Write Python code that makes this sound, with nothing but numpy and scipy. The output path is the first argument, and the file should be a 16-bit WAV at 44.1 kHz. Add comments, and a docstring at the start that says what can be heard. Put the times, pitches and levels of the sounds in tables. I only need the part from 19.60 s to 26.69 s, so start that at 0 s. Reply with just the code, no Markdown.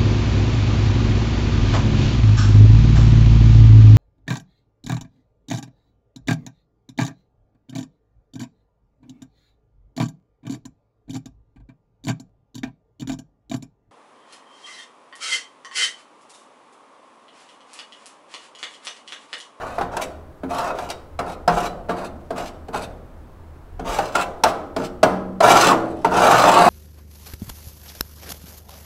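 """A steel scraper works crusted grease off the inside of a grill, close up.
The blade lands with a clank, then grinds forward in tiny slips that shake the sheet-metal firebox
while crumbs crackle at its edge. Light strokes on the floor pan give way to hard ones on the side wall.
Underneath lie soft air noise, a faint hum and a low rumble as the body shifts."""
import sys
import numpy as np
from scipy import signal
from scipy.fft import irfft, next_fast_len
from scipy.io import wavfile

SR = 44100
rng = np.random.default_rng(int(sys.argv[2]) if len(sys.argv) > 2 else 0)


def master(y):
    """Save y as 16-bit WAV."""
    cut = np.clip(np.atleast_2d(y).T, -1, 1)
    pcm = np.round(cut * 32767)  # scale
    wavfile.write(sys.argv[1], SR, pcm.astype(np.int16))


N = 312669
RING_SAMPLES, CUTOFF_HZ = 32768, 15850

# ringing modes of the firebox, the blade and the slowly flexing panel: pitch_hz, level_db, t60_s
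BOX_MODES = [(557, -4, 1), (622, 7.5, 0.76), (658, -8.5, 0.59), (707.5, 12.5, 0.39), (794, 2.5, 0.74),
             (906, 9, 0.3), (1009, 4.5, 0.58), (1285, -3.5, 0.73), (1450, 1, 0.25), (1685, -8.5, 0.13),
             (2540, -3, 0.084)]
BLADE_MODES = [(2676, 2, 0.11), (4030, 4, 0.047), (5120, -9.5, 0.04), (6220, 1.5, 0.03), (6900, -13, 0.04),
               (8030, -1, 0.049), (9860, 1, 0.022)]
PANEL_MODES = [(121.3, -9, 1.35), (181.6, 0.5, 0.66), (265.7, 4.5, 0.39), (361, -1, 0.71),
               (422, 14.5, 0.077), (460, 1.5, 0.65)]
# tone colour of the wall's dense modes, the panel's thump and cracking crust: frequency_hz, level_db
WALL_COLOUR = [(100, -31), (300, 0.5), (500, 5), (700, 7.5), (950, 2), (1350, 4.5), (1750, -6.5),
               (2700, -14.5), (4300, -20.5), (7000, -28), (15000, -39)]
THUMP_COLOUR = [(50, -12), (100, 4.5), (190, 9), (340, 5.5), (480, -21.5), (1000, -12.5), (3000, -38.5)]
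CRUST_COLOUR = [(600, -43), (1500, 8.5), (2700, 9.5), (4200, 7.5), (5500, 4), (7800, 1), (10300, -5),
                (15500, -15.5)]


def amp(db):
    """Decibels to gain."""
    return 10 ** (np.asarray(db) / 20)


def unit(x):
    """Scales to rms 1."""
    return x / np.sqrt(np.mean(x ** 2) + 1e-20)


def read(points, hz):
    """Reads a table on a log-frequency axis."""
    f, value = np.transpose(points)
    return np.interp(np.log(hz + 1), np.log(f + 1), value)


def add(mix, start_s, sound):
    """Mixes a sound in at start_s."""
    part = mix[max(round(start_s * SR), 0):][:len(sound)]
    part += sound[:len(part)]


def ramp(x):
    """A smooth fade-in as x goes from 0 to 1."""
    return np.sin(np.pi / 2 * np.clip(x, 0, 1)) ** 2


def wander(step_s):
    """A random drift that glides to a new value every step."""
    knots = rng.standard_normal(2048)
    return np.interp(np.arange(N) / SR / step_s, np.arange(len(knots)), knots)


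def noise(colour):
    """Steady coloured noise of rms 1."""
    hz = np.fft.rfftfreq(2 * next_fast_len(N // 2 + 1, True), 1 / SR)
    phases = np.exp(2j * np.pi * rng.random(len(hz)))
    return unit(irfft(amp(read(colour, hz)) * phases)[:N])


def metal(colour, modes, early_t60, tail_db, modes_db):
    """Returns a maker of impulse responses: each spot on the metal rings a little differently."""
    # ring time of the box: frequency_hz, t60_s
    ring_times = [(100, 0.34), (260, 1.53), (700, 0.78), (2000, 0.52), (13000, 0.37)]
    t = np.arange(RING_SAMPLES) / SR
    hz = np.fft.rfftfreq(RING_SAMPLES, 1 / SR)
    band_hz = np.geomspace(100, 13000, 6)
    crossovers = [np.interp(np.log(hz + 1), np.log(band_hz), row) for row in np.eye(len(band_hz))]
    bands = amp(read(colour, hz)) * crossovers
    # the contact's own burst dies fast; the box rings on, longest in the low mids
    decay = amp(-60 * t / early_t60) + amp(tail_db - 60 * t / read(ring_times, band_hz)[:, None])
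    tones = np.array([amp(db - 60 * t / t60) * np.sin(2 * np.pi * f * t) for f, db, t60 in modes])
    cluster_hz = np.geomspace(1500, CUTOFF_HZ, 60)

    def spot():
        """One spot's ring: clear tones over a dense wash whose high modes bunch at random."""
        ripple = amp(np.interp(hz, cluster_hz, rng.uniform(-6, 6, len(cluster_hz)), left=0))
        phases = np.exp(2j * np.pi * rng.random(len(hz)))
        wash = (irfft(bands * ripple * phases) * decay).sum(0)
        polarity = rng.choice([-1, 1], len(modes))
        return unit(unit(wash) + amp(modes_db) * unit(polarity @ tones)) / np.sqrt(RING_SAMPLES)
    return spot


def hand():
    """Each stroke bears down, digs in, reaches out over stiffer metal and flicks free."""
    # pushes of the scraper, with pressure given at mid-stroke and the wall's pitch at full reach:
    # start_s, length_s, pressure_db, pressure_change_db, bite_db, flick_db, far_pitch_hz
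    strokes = [(-0.03, 0.28, -32.5, -17, -52.5, -52, 680), (0.3, 0.15, -28.5, 6.5, -48, -32.5, 1000),
               (0.875, 0.26, -23, 6.5, -39, -67, 1150), (1.124, 0.205, -36, 0, -45.5, -38, 805),
               (1.653, 0.097, -32.5, -12, -40.5, -46, 800), (1.873, 0.088, -19, -13, -49, -34.5, 734),
               (1.954, 0.13, -22, -7, -31.5, -33.5, 674), (2.282, 0.064, -21.5, 10, -36, -62, 686),
               (2.349, 0.13, -29, -9, -45, -39.5, 616), (2.744, 0.151, -32.5, -18.5, -40, -39.5, 710),
               (3.121, 0.13, -27, -10, -39, -37.5, 935), (4.234, 0.21, -25.5, -2.5, -33.5, -41, 880),
               (4.411, 0.15, -43, -5, -42.5, -41, 760), (4.541, 0.1, -20, -7.5, -28, -27, 1380),
               (4.849, 0.061, -18, -8, -38, -31, 766), (5.164, 0.11, -28.5, -10, -43, -35, 630),
               (5.798, 0.36, -10.5, -8, -20.5, -55, 1220), (6.476, 0.65, -10.5, 3, -25.5, -20, 970)]
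    press_share, dig_share = 0.16, 0.23  # parts of a stroke spent bearing down and digging in
    ease_s, surface_s = 0.036, 0.11  # fade-outs: the edge leaves the crust before the hand lets go
    flick_lead_s, flick_s = 0.023, 0.015  # the edge skids free just before the end
    near_hz, reach_skew = 656, 2.2  # wall pitch at both ends of a stroke; full reach comes late
    t = np.arange(N) / SR
    push, bite, reach_hz = np.zeros((3, N))
    for start_s, length_s, pressure_db, change_db, bite_db, flick_db, far_hz in strokes:
        at = (t > start_s) & (t < start_s + length_s)
        done = (t[at] - start_s) / length_s
        left_s = start_s + length_s - t[at]
        pressure = amp(pressure_db + change_db * (done - .5))
        push[at] += pressure * ramp(done / press_share) * ramp(left_s / ease_s)
        bite[at] += amp(bite_db) * ramp(done / dig_share) * ramp(left_s / surface_s)
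        bite[at] += amp(flick_db) * np.exp(-((left_s - flick_lead_s) / flick_s) ** 2)
        reach_hz[at] = (far_hz - near_hz) * np.sin(np.pi * done ** reach_skew)
    spot_hz = near_hz + reach_hz
    # the panel booms less where the wall is stiff and high-pitched
    boom = push * amp(-6.5 - 10.5 * np.log2(spot_hz / near_hz))
    return push, bite, boom, spot_hz


def slips(per_s, spread_db, clump_db, clump_s):
    """Stick and slip: random jerks of uneven size, bunched where the crust is lumpy."""
    chance, strength, sign = rng.random((3, N))
    sizes = amp(spread_db * np.minimum(-np.log(1 - strength), 4))
    jerks = (chance < per_s / SR) * np.sign(sign - .5) * sizes
    lumps = amp(clump_db * np.minimum(wander(clump_s), 1.2))
    return unit(jerks * lumps)


def travel(drive, spot, count, spots_per_s=9):
    """The edge moves along the metal, so the drive crossfades from one spot's ring to the next."""
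    place = np.arange(N) / SR * spots_per_s
    out = np.zeros(N)
    for k in range(count):
        distance = np.abs((place - k + count / 2) % count - count / 2)
        crossfade = np.sqrt(np.maximum(1 - distance, 0))
        out += signal.oaconvolve(drive * crossfade, spot())[:N]
    return out


def spot_resonance(grind, spot_hz, width_hz):
    """The spot under the blade lifts a band that follows its pitch; the overall level stays."""
    carrier = np.exp(2j * np.pi * np.cumsum(spot_hz) / SR)
    pole = np.exp(-np.pi * width_hz / SR)
    band = 2 * (carrier * signal.lfilter([1 - pole], [1, -pole], grind / carrier + 1e-18)).real
    return unit(grind + band) * np.std(grind)


def squeal(modes, catch_db, catch_s, waver):
    """Friction catches now one mode, now another, and makes it sing for an instant."""
    out = np.zeros(N)
    for hz, db, _ in modes:
        cycles = np.cumsum(hz * (1 + waver * wander(catch_s / 4))) / SR
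        swell = amp(db + catch_db * np.minimum(wander(catch_s), 2))
        out += swell * np.sin(2 * np.pi * cycles)
    return unit(out)


def crumbs(bite, fall_s, per_s):
    """Loosened crust keeps pattering into the pan after the edge has passed."""
    pole = np.exp(-1 / (fall_s * SR))
    loose = signal.lfilter([1 - pole], [1, -pole], bite)
    return loose * slips(per_s, spread_db=3, clump_db=2, clump_s=.02)


def scraping():
    """Slips shake the wall and the panel; finer crackle from the crust rings the blade."""
    wall = metal(WALL_COLOUR, BOX_MODES, early_t60=0.036, tail_db=-15, modes_db=-13.5)
    blade = metal(CRUST_COLOUR, BLADE_MODES, early_t60=0.061, tail_db=-20, modes_db=-7.5)
    panel = metal(THUMP_COLOUR, PANEL_MODES, early_t60=0.1, tail_db=-2, modes_db=3)
    push, bite, boom, spot_hz = hand()
    judder = slips(per_s=1100, spread_db=3, clump_db=1.35, clump_s=.012)
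    crackle = slips(per_s=2500, spread_db=4, clump_db=6, clump_s=.006)
    crackle = unit(crackle + 0.5 * judder)  # each large slip also breaks crust
    grind = travel(push * judder, wall, count=6)
    grind = spot_resonance(grind, spot_hz, width_hz=350)
    singing = push * squeal(BOX_MODES, catch_db=7, catch_s=.04, waver=.006)
    patter = amp(-23) * crumbs(bite, fall_s=0.96, per_s=760)
    grit = travel(bite * crackle + patter, blade, count=7)
    shudder = travel(boom * judder, panel, count=4)
    return amp(-1.43) * grind + amp(-9) * singing + amp(0.46) * grit + amp(-3) * shudder


def background():
    """A bed of steady air and faint low hum, with a rumble that swells as the body shifts."""
    # tone colour of the air: frequency_hz, level_db
    air_colour = [(20, -5.5), (80, -16), (130, -12.5), (190, -20.5), (330, -19.5), (1150, -28), (2600, -44),
                  (6000, -52.5), (16000, -56)]
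    # rise and fall of the rumble: time_s, relative_level_db
    rumble_swells = [(1.5, -54), (1.95, -36), (2.3, -48), (4.05, -46), (4.25, -28), (4.55, -51)]
    hum_hz = 78.7
    hum = noise([(hum_hz / 2.45, -60), (hum_hz, 0), (hum_hz * 1.58, -60), (1000, -120)])
    rumble = noise([(5, -34), (22, -18), (38, 1), (62, -18), (1000, -83)])
    swell_db = np.interp(np.arange(N) / SR, *np.transpose(rumble_swells))
    return amp(-44.5) * noise(air_colour) + amp(-45.5) * hum + amp(swell_db - 0.5) * rumble


def knocks():
    """The blade strikes the sheet: a clank, the edge's click and a slow thump of the panel."""
    # blade landings and snags: start_s, clank_db, click_db, thump_db, spot_pitch_hz
    hits = [(0.181, 9, -15, 5, 692), (0.209, 8, -8, -5, 798), (0.366, 5, 1.5, -5.5, 930),
            (0.832, -1, -50, 6.5, 622), (0.982, -1, 0, -10, 660), (1.185, 2.5, -7, -9, 750),
            (1.299, -1, 1, -21, 700), (1.589, 10, 0, 3.5, 700), (1.876, 14.5, 2.5, -6, 710),
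            (2.291, 8, -25, 10, 680), (2.704, 3.5, -14, 6, 657), (2.778, 1, -6.5, -11, 656),
            (2.797, -1.5, -14, -5, 710), (3.082, -7, -20, 1.5, 780), (3.142, 3.5, -8, 3.5, 843),
            (4.193, -1, -15, 4.5, 740), (4.385, 12.5, 2, 1, 798), (4.551, 13, 7.5, -28, 1400),
            (4.835, 19, 15, -26, 885), (5.162, 6.5, -3, 12.5, 663), (5.429, 22, 12, 17, 630),
            (5.803, 18.5, 4, 5, 660), (6.067, 12.5, 11, 16.5, 554), (6.124, 12.5, -18, 14.5, 934),
            (6.445, 17, -2, 14, 912)]
    # single modes a blow leaves singing, high in the blade or low in the panel:
    # start_s, pitch_hz, level_db, t60_s
    pings = [(0.834, 264, -27, 0.47), (1.305, 3790, -38.5, 0.22), (1.877, 169.8, -21, 0.64),
             (1.877, 5120, -18, 0.051), (2.06, 4000, -33, 0.16), (5.428, 188, -23.5, 2.6),
             (6.124, 328, -19, 1.05)]
    wall = metal(WALL_COLOUR, BOX_MODES, early_t60=0.08, tail_db=-10, modes_db=-3)
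    blade = metal(CRUST_COLOUR, BLADE_MODES, early_t60=0.037, tail_db=-28.5, modes_db=-12.5)
    panel = metal(THUMP_COLOUR, PANEL_MODES, early_t60=0.1, tail_db=0, modes_db=5)
    t = np.arange(RING_SAMPLES) / SR
    landing = 1 - np.exp(-(t / 0.0029) ** 2)  # a corner touches first, then the whole edge
    flexing = 1 - np.exp(-t / 0.01)  # the whole panel takes longer to get moving
    dent_db, dent_t60_s = -19.5, 0.067  # the struck spot swings, then passes its energy on
    out = np.zeros(N)
    for start_s, clank_db, click_db, thump_db, spot_hz in hits:
        dent = amp(dent_db - 60 * t / dent_t60_s) * np.sin(2 * np.pi * spot_hz * t)
        clank = amp(clank_db) * (dent + wall())
        click = amp(click_db) * blade()
        thump = amp(thump_db) * panel()
        add(out, start_s, landing * (clank + click) + flexing * thump)
    for start_s, pitch_hz, level_db, t60_s in pings:
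        ping = amp(level_db - 60 * t / t60_s) * np.sin(2 * np.pi * pitch_hz * t)
        add(out, start_s, landing * ping)
    return out


def scene():
    """Strokes and knocks over the background, in mono."""
    return (scraping() + knocks() + background())[None]


def record(dry):
    """Soft-clips the loudest peaks at full scale, then trims the extreme treble."""
    rounded = dry / (1 + dry ** 8) ** (1 / 8)
    lowpass = signal.firwin(511, CUTOFF_HZ, window=("kaiser", 9), fs=SR)
    return signal.oaconvolve(rounded, lowpass[None], "same")


dry = scene()
out = record(dry)
master(out)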